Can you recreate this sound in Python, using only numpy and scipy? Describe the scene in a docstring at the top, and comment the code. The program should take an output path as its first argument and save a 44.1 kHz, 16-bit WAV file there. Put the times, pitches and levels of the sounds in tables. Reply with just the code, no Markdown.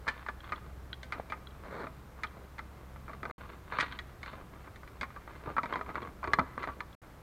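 """A metal ladder stand knocks and chatters as a man shifts about on it, a few metres overhead.
Impacts excite the damped modes of its tubes, rails and small buckles; clothes and a boot scuff it
by stick-slip friction. Bare winter trunks scatter a faint tail, and a distant engine hums under
the soft noise of the air. A thin high whine runs throughout, and the sound cuts out twice."""
import sys
import numpy as np
from scipy import signal
from scipy.fft import rfft, irfft, next_fast_len
from scipy.io import wavfile
from scipy.ndimage import uniform_filter1d

SR = 44100
rng = np.random.default_rng(int(sys.argv[2]) if len(sys.argv) > 2 else 0)


def to_wav(sig):
    """Store sig (one row per channel, or 1-D mono) as 16-bit WAV at the path in sys.argv[1].

    Samples outside -1..1 are clipped; the rate is SR.
    """
    pcm = np.clip(np.atleast_2d(sig), -1, 1) * 32767
    pcm = np.round(pcm).astype(np.int16)
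    wavfile.write(sys.argv[1], SR, pcm.T)  # frames by channels


N = 318402
TIME = np.arange(N) / SR

# modes of the tube frame: frequency_hz, level_db, t60_s
FRAME_MODES = [(263.3, -9.5, 0.14), (410, -15.5, 0.18), (642, -2.5, 0.063), (930, -29, 0.062),
               (976, -14, 0.14), (1156, -4.5, 0.096), (1234, 1.5, 0.057), (1370, -22, 0.085),
               (1567, -3, 0.026), (1710, -1, 0.032), (1943, -0.5, 0.039), (2070, 3.5, 0.03),
               (2290, -14, 0.039), (2353, -7.5, 0.065), (3070, 2, 0.047), (3486, 6.5, 0.036),
               (3805, 5.5, 0.03), (4100, 4.5, 0.047), (4310, 5, 0.031), (4830, -39, .06),
               (6500, 8.5, 0.031), (6600, 2, 0.033), (8350, -10, 0.11)]
# the man's movements: start_s, length_s, effort_db, brightness_db (heavy boot < 0 < light cloth)
MOVEMENTS = [(0.091, 0.12, -51.5, 7), (.45, 0.13, -51.5, 4), (1.13, 0.075, -54.5, -4),
             (1.35, 0.034, -57, -7.5), (1.649, .22, -57, -2.5), (2.18, .07, -57.5, -3),
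             (2.35, 0.091, -66.5, -11.5), (2.771, 0.064, -67, -7), (3.08, 0.059, -57.5, 1),
             (3.26, 0.039, -54.5, -8.5), (3.39, .16, -53, 3), (3.74, 0.096, -41, 6), (3.859, .1, -49.5, 13),
             (4.26, .07, -48.5, 11), (4.38, 0.018, -54.5, -4.5), (4.54, .14, -56, -1),
             (5.301, 0.17, -57, 1), (5.48, 0.031, -46, -4), (5.7, 0.064, -45.5, -2.5),
             (5.9, 0.066, -48.5, -4), (6.02, 0.052, -50, -5.5), (6.25, .07, -52, -5.5),
             (6.39, 0.018, -56.5, -13), (6.6, .1, -48.5, 3), (6.77, 0.056, -62.5, -8)]


def knock(strength_db, hardness_db, weight_db, decay_s, note_hz):
    """Impact excitation: an impulse, chatter in the loose joints, then free vibration of the tubes."""
    # thud, clank, clack, tick and fizz: low_hz, high_hz
    bands = [(90, 800), (850, 1450), (1500, 2450), (2750, 5100), (5300, 9400)]
    # clank, clack, tick and fizz: level_db at zero hardness, slope_db_per_db of hardness
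    hardness_response = [(2.5, -0.4356), (-1, 0.47), (-17, 0.904), (-32.5, 1.04)]
    t = np.arange(SR // 4) / SR
    fade = np.exp(-t / decay_s) + amp(-28) * np.exp(-t / 0.02)
    blow = 2.8 * fade * rng.standard_normal(len(t))  # chatter
    blow[0] += 26  # contact impulse
    ring_db = -6 - 0.21 * (strength_db + 40)  # a strong blow stays pressed on and damps the tubes
    blow += amp(ring_db) * ring(FRAME_MODES, t, spread_db=2.5, detune=0.0036)
    # the struck part has a short note of its own
    blow += amp(-1) * np.exp(-t / (1.26 * decay_s)) * np.cos(2 * np.pi * note_hz * t)
    # weight feeds the thud; a harder contact shifts the rest towards the treble
    shares_db = [weight_db] + [db + slope * hardness_db for db, slope in hardness_response]
    out = np.zeros(len(t))
    for share_db, edges in zip(shares_db, bands):
        part = band(blow, edges)
        attack_rms = np.sqrt(np.mean(part[:round(0.008 * SR)] ** 2))
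        out += amp(strength_db + share_db) * part / attack_rms
    return out


def knocks():
    """Superposition: the responses to separate blows on the frame add linearly."""
    # start_s, strength_db, hardness_db, weight_db, chatter_decay_s, note_hz
    blows = [(0.0674, -44.5, -7, -6, 0.016, 1710), (0.0782, -33.5, 5.5, -10, 0.017, 1753),
             (0.0845, -35.5, 10.5, -9, 0.0094, 1770), (.2633, -44, -2, -13, 0.011, 1790),
             (0.2856, -38.5, 0, -6, 0.01, 1720), (0.521, -36, -2, -10, 0.0076, 1228),
             (0.5306, -43, -5, -5, .008, 1225), (1.0309, -58, 26.5, 5, 0.016, 1534),
             (1.1224, -37.5, 5.5, -14, 0.014, 1230), (1.2997, -51, 12, 4, 0.015, 2350),
             (1.3215, -38, -1.5, -8.5, 0.012, 1238), (1.8394, -47, -6, 4, 0.0063, 1330),
             (1.8688, -46, -3, 1, 0.0041, 1360), (2.2344, -37.5, 9, -20, 0.0077, 1264),
             (2.2413, -42, 1, -11, 0.0094, 1220), (2.5819, -50, 7.5, -5, .011, 2126),
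             (2.5904, -43.5, 5, -25, 0.006, 1330), (2.9599, -55.5, -2, 2, .007, 1330),
             (3.08, -51, -5, -8, .005, 1390), (3.094, -49.5, -3, 2, 0.012, 1140),
             (3.1325, -48.5, -3, -4, .007, 1220), (3.2308, -41.5, -1, -3, 0.006, 1300),
             (3.2528, -42, 1, -3, 0.0063, 1530), (3.297, -50.5, -3, -14, .005, 1520),
             (3.3086, -48, -0.5, -1.5, 0.0033, 1470), (3.7221, -41, -1, -5, 0.01, 1690),
             (3.7351, -45, -1, -1, .005, 1240), (3.7857, -31, -0.5, -8.5, 0.01, 1250),
             (3.7949, -37, 1, -19, .007, 2010), (3.8008, -36, 12, -27, 0.017, 1917),
             (3.8076, -35.5, 15.5, -15, 0.0085, 3100), (3.923, -50.5, 9, -19, 0.0092, 1530),
             (3.9894, -46, 12, -17, 0.0089, 1925), (4.2305, -46.5, 11.5, -7, .007, 2190),
             (4.3316, -51.5, -1, 4, 0.0084, 1045), (4.6731, -54.5, -3, -2, 0.0092, 1570),
             (4.7585, -59.5, 17.5, -6, 0.0071, 2190), (4.8317, -55, -3, 0, 0.0079, 1500),
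             (4.876, -57.5, 12, -14, 0.0078, 1420), (5.0113, -41, 13, -6, 0.013, 2160),
             (5.0308, -38, 0.5, -10, 0.01, 1080), (5.1032, -54, -3, -13, .0053, 1200),
             (5.162, -50, -4, -1, 0.0093, 1173), (5.276, -50.5, -3, -0.5, 0.0049, 1270),
             (5.4724, -51, -15, 11.5, 0.023, 1200), (5.5656, -36.5, -8.5, -9, .012, 1327),
             (5.5812, -32, -8.5, -8, 0.0072, 1290), (5.6325, -40, 3.5, 1.5, 0.012, 945),
             (5.6573, -42, 1.5, -2, .005, 1290), (5.7251, -37.5, -3.5, -3, 0.0061, 1060),
             (5.737, -41, -4, -1, 0.0061, 1010), (5.7567, -36.5, -1.5, -3, 0.0087, 1004),
             (5.7744, -49, 1, 1, .006, 970), (5.7914, -48.5, -2, 2, 0.0057, 1000),
             (5.8108, -40.5, -6, -1, 0.0058, 1245), (5.8623, -51.5, -2, -12, .0055, 966),
             (5.8904, -46, -5, 0.5, 0.018, 1257), (5.9548, -37.5, -2.5, -10, 0.0063, 1155),
             (5.9798, -45.5, -13, -5, .005, 980), (6.0193, -57, 14, -6, .008, 1200),
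             (6.0728, -50.5, -2, -5, 0.0048, 1160), (6.2292, -44.5, -12, -9, 0.0077, 1047),
             (6.2413, -39.5, -0.5, -3.5, .009, 1152), (6.2739, -43, 4, 0, .007, 1170),
             (6.334, -25, 5.5, -12, 0.0046, 1673), (6.3868, -31, -12.5, 0, 0.0057, 1296),
             (6.3925, -34.5, 5, 2.5, 0.0047, 1356), (6.4116, -49, -13, 12, .0057, 954),
             (6.578, -40.5, -7, -0.5, 0.005, 1160), (6.6297, -42.5, 5.5, -14, 0.0048, 1330),
             (6.6383, -39.5, -0.5, -5, 0.0081, 1290), (6.6737, -44, 1, 4.5, 0.0057, 1510),
             (6.6864, -46, -12, 2, 0.015, 1153), (6.805, -39, 4, -28, 0.0031, 2060)]
    out = np.zeros(N)
    for start, *blow in blows:
        add(out, start, knock(*blow))
    return out


def rattles(rate_hz=9, spread_db=7.5):
    """Play in the joints: they collide at random while he moves, harder the more he pushes."""
    out = np.zeros(N)
    for start, length, effort_db, brightness_db in MOVEMENTS:
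        for place, chance, size, pitch in rng.uniform(size=(2, 4)):  # at most two per movement
            if chance < rate_hz * length / 2:
                strength_db = effort_db - 6 + spread_db * (2 * size - 1)
                note_hz = 1250 * 2 ** ((pitch - 0.5) / 2)
                hit = knock(strength_db, brightness_db - 2, weight_db=-4, decay_s=0.01, note_hz=note_hz)
                add(out, start + place * length, hit)
    return out


def frame_radiation(x, floor_db=-12):
    """Radiation efficiency: the frame gives off little sound between its groups of modes."""
    notched = x
    for hz, width_hz in ((2680, 240), (5400, 250)):
        notched = signal.lfilter(*signal.iirnotch(hz, hz / width_hz, fs=SR), notched)
    return notched + amp(floor_db) * (x - notched)


def shudders(rise_s=0.004, gain_db=-4):
    """Resonant build-up: heavy loads swing the long rails, which take a few ms to get going."""
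    # shifts of weight: start_s, level_db
    loads = [(5.892, -49), (5.956, -49), (6.018, -38.5), (6.242, -42), (6.275, -30.5), (6.334, -32.5),
             (6.387, -38), (6.605, -41), (6.673, -45.5)]
    # slow modes of the whole ladder: frequency_hz, level_db, t60_s
    ladder_modes = [(75.6, -5, 0.18), (117, -8, 0.14), (243, -15, .2), (376, -0.5, 0.098), (422, -7, 0.17),
                    (607, -21, 0.084), (975, -2.5, 0.07), (1127, 1.5, 0.19), (1330, -10.5, 0.097)]
    out, t = np.zeros(N), np.arange(SR // 3) / SR
    for start, db in loads:
        swing = ring(ladder_modes, t, spread_db=3, detune=0.0045)
        add(out, start, amp(db + gain_db) * (1 - np.exp(-t / rise_s)) * swing)
    return out


def clinks(snap_s=0.0021):
    """Free vibration of a small body: a buckle snaps against metal and rings high and briefly."""
    # start_s, level_db
    contacts = [(.405, -50), (.446, -50.5), (.495, -53), (.56, -50.5), (0.93, -36), (.941, -49),
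                (1.471, -45), (1.508, -58), (2.27, -52), (3.807, -31.5), (3.924, -44), (3.989, -37),
                (5.737, -41), (6.03, -52), (6.929, -60)]
    # frequency_hz, level_db, t60_s
    buckle_modes = [(1450, 0.5, 0.022), (1940, -8, 0.022), (3306, 3.5, 0.026), (3660, -17, 0.0083),
                    (3890, -1.5, .02)]
    out, t = np.zeros(N), np.arange(SR // 20) / SR
    for start, db in contacts:
        click = 0.65 * band(rng.standard_normal(len(t)) * np.exp(-t / snap_s), (2800, 4800))
        ping = ring(buckle_modes, t, spread_db=2.5, detune=0.02) * (1 - t / t[-1])
        add(out, start, amp(db) * (ping + click))
    return band(out, (1200, 4700))


def tap(start_s=1.1983, gain_db=-15, pitch_hz=680, decay_s=0.00063):
    """Heavy damping: one hollow, dead tap dies within two or three cycles."""
    out, t = np.zeros(N), np.arange(SR // 20) / SR
    envelope = t / decay_s * np.exp(-t / decay_s)
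    add(out, start_s, -amp(gain_db) * envelope * np.sin(2 * np.pi * pitch_hz * t))
    return out


def rubbing():
    """Forced vibration: cloth and straps catch and slide, and their slips set the frame singing."""
    # spectrum of the rubbed frame: frequency_hz, level_db
    spectrum = [(100, -6), (250, 3.5), (500, 3.5), (800, -2.5), (1200, 1), (1600, -1.5), (2200, -8),
                (2800, -4), (3600, -14), (4400, -6.5), (5300, -53), (9000, -29)]
    # scuff, rasp and swish: gain_db, brightness_tilt, (low_hz, high_hz)
    layers = [(-4, -1.25, (170, 766)), (-1, 0, (900, 2280)), (-18, 0.56, (2650, 4900))]
    drive = slips(rate_hz=600, spread_db=4, hiss=0.35) * amp(2.5 * drift(90))
    frame_response = ring(FRAME_MODES, np.arange(SR // 4) / SR)
    singing = unit(signal.fftconvolve(drive, frame_response)[:N])
    friction = colour(drive, spectrum) + amp(-7) * singing
    return sum(amp(db) * effort(tilt) * unit(band(friction, edges)) for db, tilt, edges in layers)


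def effort(tilt, attack_s=0.024, release_s=0.028, fidget_db=-65.5):
    """Incoherent addition: movements sum in power to a rubbing envelope; tilt weights brightness."""
    power = amp(fidget_db) ** 2  # he is never quite still
    for start, length, effort_db, brightness_db in MOVEMENTS:
        before = np.maximum(start - TIME, 0) / attack_s
        after = np.maximum(TIME - start - length, 0) / release_s
        envelope = np.exp(-np.minimum(before + after, 20))
        power = power + (amp(effort_db + tilt * brightness_db) * envelope) ** 2
    return np.sqrt(power)


def scrape():
    """Sliding friction: a boot sole drags grittily over the platform."""
    # time_s, level_db
    drag = [(1.6, -71), (1.66, -47.5), (1.68, -55), (1.72, -45), (1.76, -43), (1.8, -41.5), (1.845, -44.5),
            (1.865, -61), (1.9, -63)]
    # frequency_hz, level_db
    spectrum = [(71, -38), (120, -10), (160, -1), (234, -8.5), (474, 3), (731, -5.5), (993, -4.5),
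                (1130, -3.5), (2240, -12), (2680, -33), (4210, -22.5), (5140, -39), (9000, -43),
                (11700, -73), (19800, -120)]
    envelope = amp(np.interp(TIME, *np.transpose(drag), left=-np.inf, right=-np.inf))
    return envelope * colour(slips(rate_hz=900, spread_db=3.5, hiss=0.63), spectrum)


def slips(rate_hz, spread_db, hiss):
    """Stick-slip friction: tiny releases of uneven size over a smooth hiss."""
    size = amp(spread_db * np.minimum(rng.exponential(1, N), 4))
    grains = size * rng.choice([-1, 1], N) * (rng.random(N) < rate_hz / SR)
    return unit(grains) + hiss * rng.standard_normal(N)


def woods(x, wet_db=-27, t60_s=0.84, rise_s=0.0026, echo_rate_hz=1500):
    """Scattering: many weak echoes from the trunks add a faint, dull tail."""
    t = np.arange(SR) / SR
    echoes = rng.standard_normal(SR) * (rng.random(SR) < echo_rate_hz / SR)
    envelope = np.exp(-np.log(1000) * t / t60_s) * (1 - np.exp(-t / rise_s))
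    tail = band(echoes * envelope, (250, 4500))
    return x + amp(wet_db) * signal.fftconvolve(x, tail / np.linalg.norm(tail))[:N]


def engine(gain_db=-1.5, waver_db=0.5, wander_cycles=0.059):
    """Attenuation with distance: only the lowest firing orders carry, wavering in the air."""
    # time_s, firing_hz, level_db, upper_orders_db (relative to the first order)
    running = [(0, 64.4, -51, -18), (.9, 64, -50, -14), (1.7, 65.66, -54.5, -7), (2.5, 65.56, -52, -14),
               (3.1, 66.3, -49, -6), (3.7, 65.7, -54, -15), (5.3, 65.63, -56.5, -10.5),
               (6.8, 65, -54.5, -9), (7.22, 63.4, -65, -18)]
    times, *columns = np.transpose(running)
    firing_hz, db, upper_db = (np.interp(TIME, times, column) for column in columns)
    cycles = np.cumsum(firing_hz) / SR + wander_cycles * drift(8.2)
    orders = sum(amp(order_db + waver_db * drift(6)) * np.sin(2 * np.pi * order * cycles)
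                 for order, order_db in enumerate((0, upper_db, upper_db - 3), 1))
    return np.sqrt(2) * amp(db + gain_db) * orders


def air(level_db=-52, swell_db=1.5, crossover_hz=500):
    """Broadband ambient noise: the low rumble swells with the breeze while the hiss stays steady."""
    # frequency_hz, level_db
    spectrum = [(12, -70), (20, -9), (48, -4.5), (72, -3.5), (149, -8), (240, -15), (292, -15),
                (754, -20.5), (1250, -22), (2180, -30), (2650, -33.5), (5950, -40.5), (12300, -44),
                (13700, -41), (15800, -48)]
    wash = colour(rng.standard_normal(N), spectrum)
    rumble = signal.sosfiltfilt(signal.butter(2, crossover_hz, fs=SR, output="sos"), wash)
    hiss = wash - rumble
    return amp(level_db) * (hiss + amp(swell_db * drift(3.82)) * rumble)


def whine():
    """Tonal noise: steady, closely spaced sinusoids merge into a thin electronic whine."""
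    # frequency_hz, level_db
    tones = [(13114, -102), (13200, -112), (13281, -84.5), (13361, -90), (13447, -93)]
    return sum(np.sqrt(2) * amp(db) * np.sin(2 * np.pi * (hz * TIME + rng.random())) for hz, db in tones)


def ring(modes, t, spread_db=0, detune=0):
    """Modal decay: damped sinusoids, weighted and loaded a little differently at each striking point."""
    hz, db, t60 = np.transpose(modes)[:, :, None]
    weight, shift, sign = rng.standard_normal((3, len(modes), 1))
    gain = np.sign(sign) * amp(db + spread_db * weight)
    decay = np.exp(-np.log(1000) * t / t60)
    return (gain * decay * np.sin(2 * np.pi * hz * (1 + detune * shift) * t)).sum(0)


def colour(x, points):
    """Spectral shaping by (frequency_hz, level_db) points, scaled to rms 1."""
    hz, db = np.transpose(points)
    size = next_fast_len(len(x))
    gain = amp(np.interp(np.log(np.fft.rfftfreq(size, 1 / SR) + 1), np.log(hz), db))
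    return unit(irfft(rfft(x, size) * gain, size)[:len(x)])


def band(x, edges_hz):
    """Steep causal band-pass filtering."""
    return signal.sosfilt(signal.butter(4, edges_hz, "band", fs=SR, output="sos"), x)


def drift(rate_hz):
    """Random modulation: glides between rate_hz chance values a second."""
    return np.interp(TIME * rate_hz, np.arange(N), rng.standard_normal(N))


def amp(db):
    """Decibels to amplitude ratio."""
    return 10 ** (np.asarray(db) / 20)


def unit(x):
    """Normalisation to rms 1."""
    return x / np.sqrt(np.mean(x ** 2) + 1e-20)


def add(mix, start_s, sound):
    """Superposes a sound on the mix from start_s."""
    part = mix[max(round(start_s * SR), 0):][:len(sound)]
    part += sound[:len(part)]


def scene():
    """Superposition in one channel: the stand and its echoes, the rubbing and the background."""
    continuous = rubbing() + engine() + whine() + air()
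    stand = shudders() + clinks() + tap() + scrape() + frame_radiation(knocks() + rattles())
    return (woods(stand) + continuous)[None]


def record(dry, cutoff_hz=15900):
    """Gating and band limiting: the sound cuts out twice, and the highest treble is removed."""
    # start_s, end_s
    silences = [(3.314, 3.381), (6.951, 7.018)]
    gate = np.ones(N)
    for start, end in silences:
        gate[(TIME > start) & (TIME < end)] = 0
    gated = dry * uniform_filter1d(gate, size=40)
    low_pass = signal.firwin(511, cutoff_hz, window=("kaiser", 9), fs=SR)
    return signal.oaconvolve(gated, low_pass[None], "same")


dry = scene()
out = record(dry)
to_wav(out)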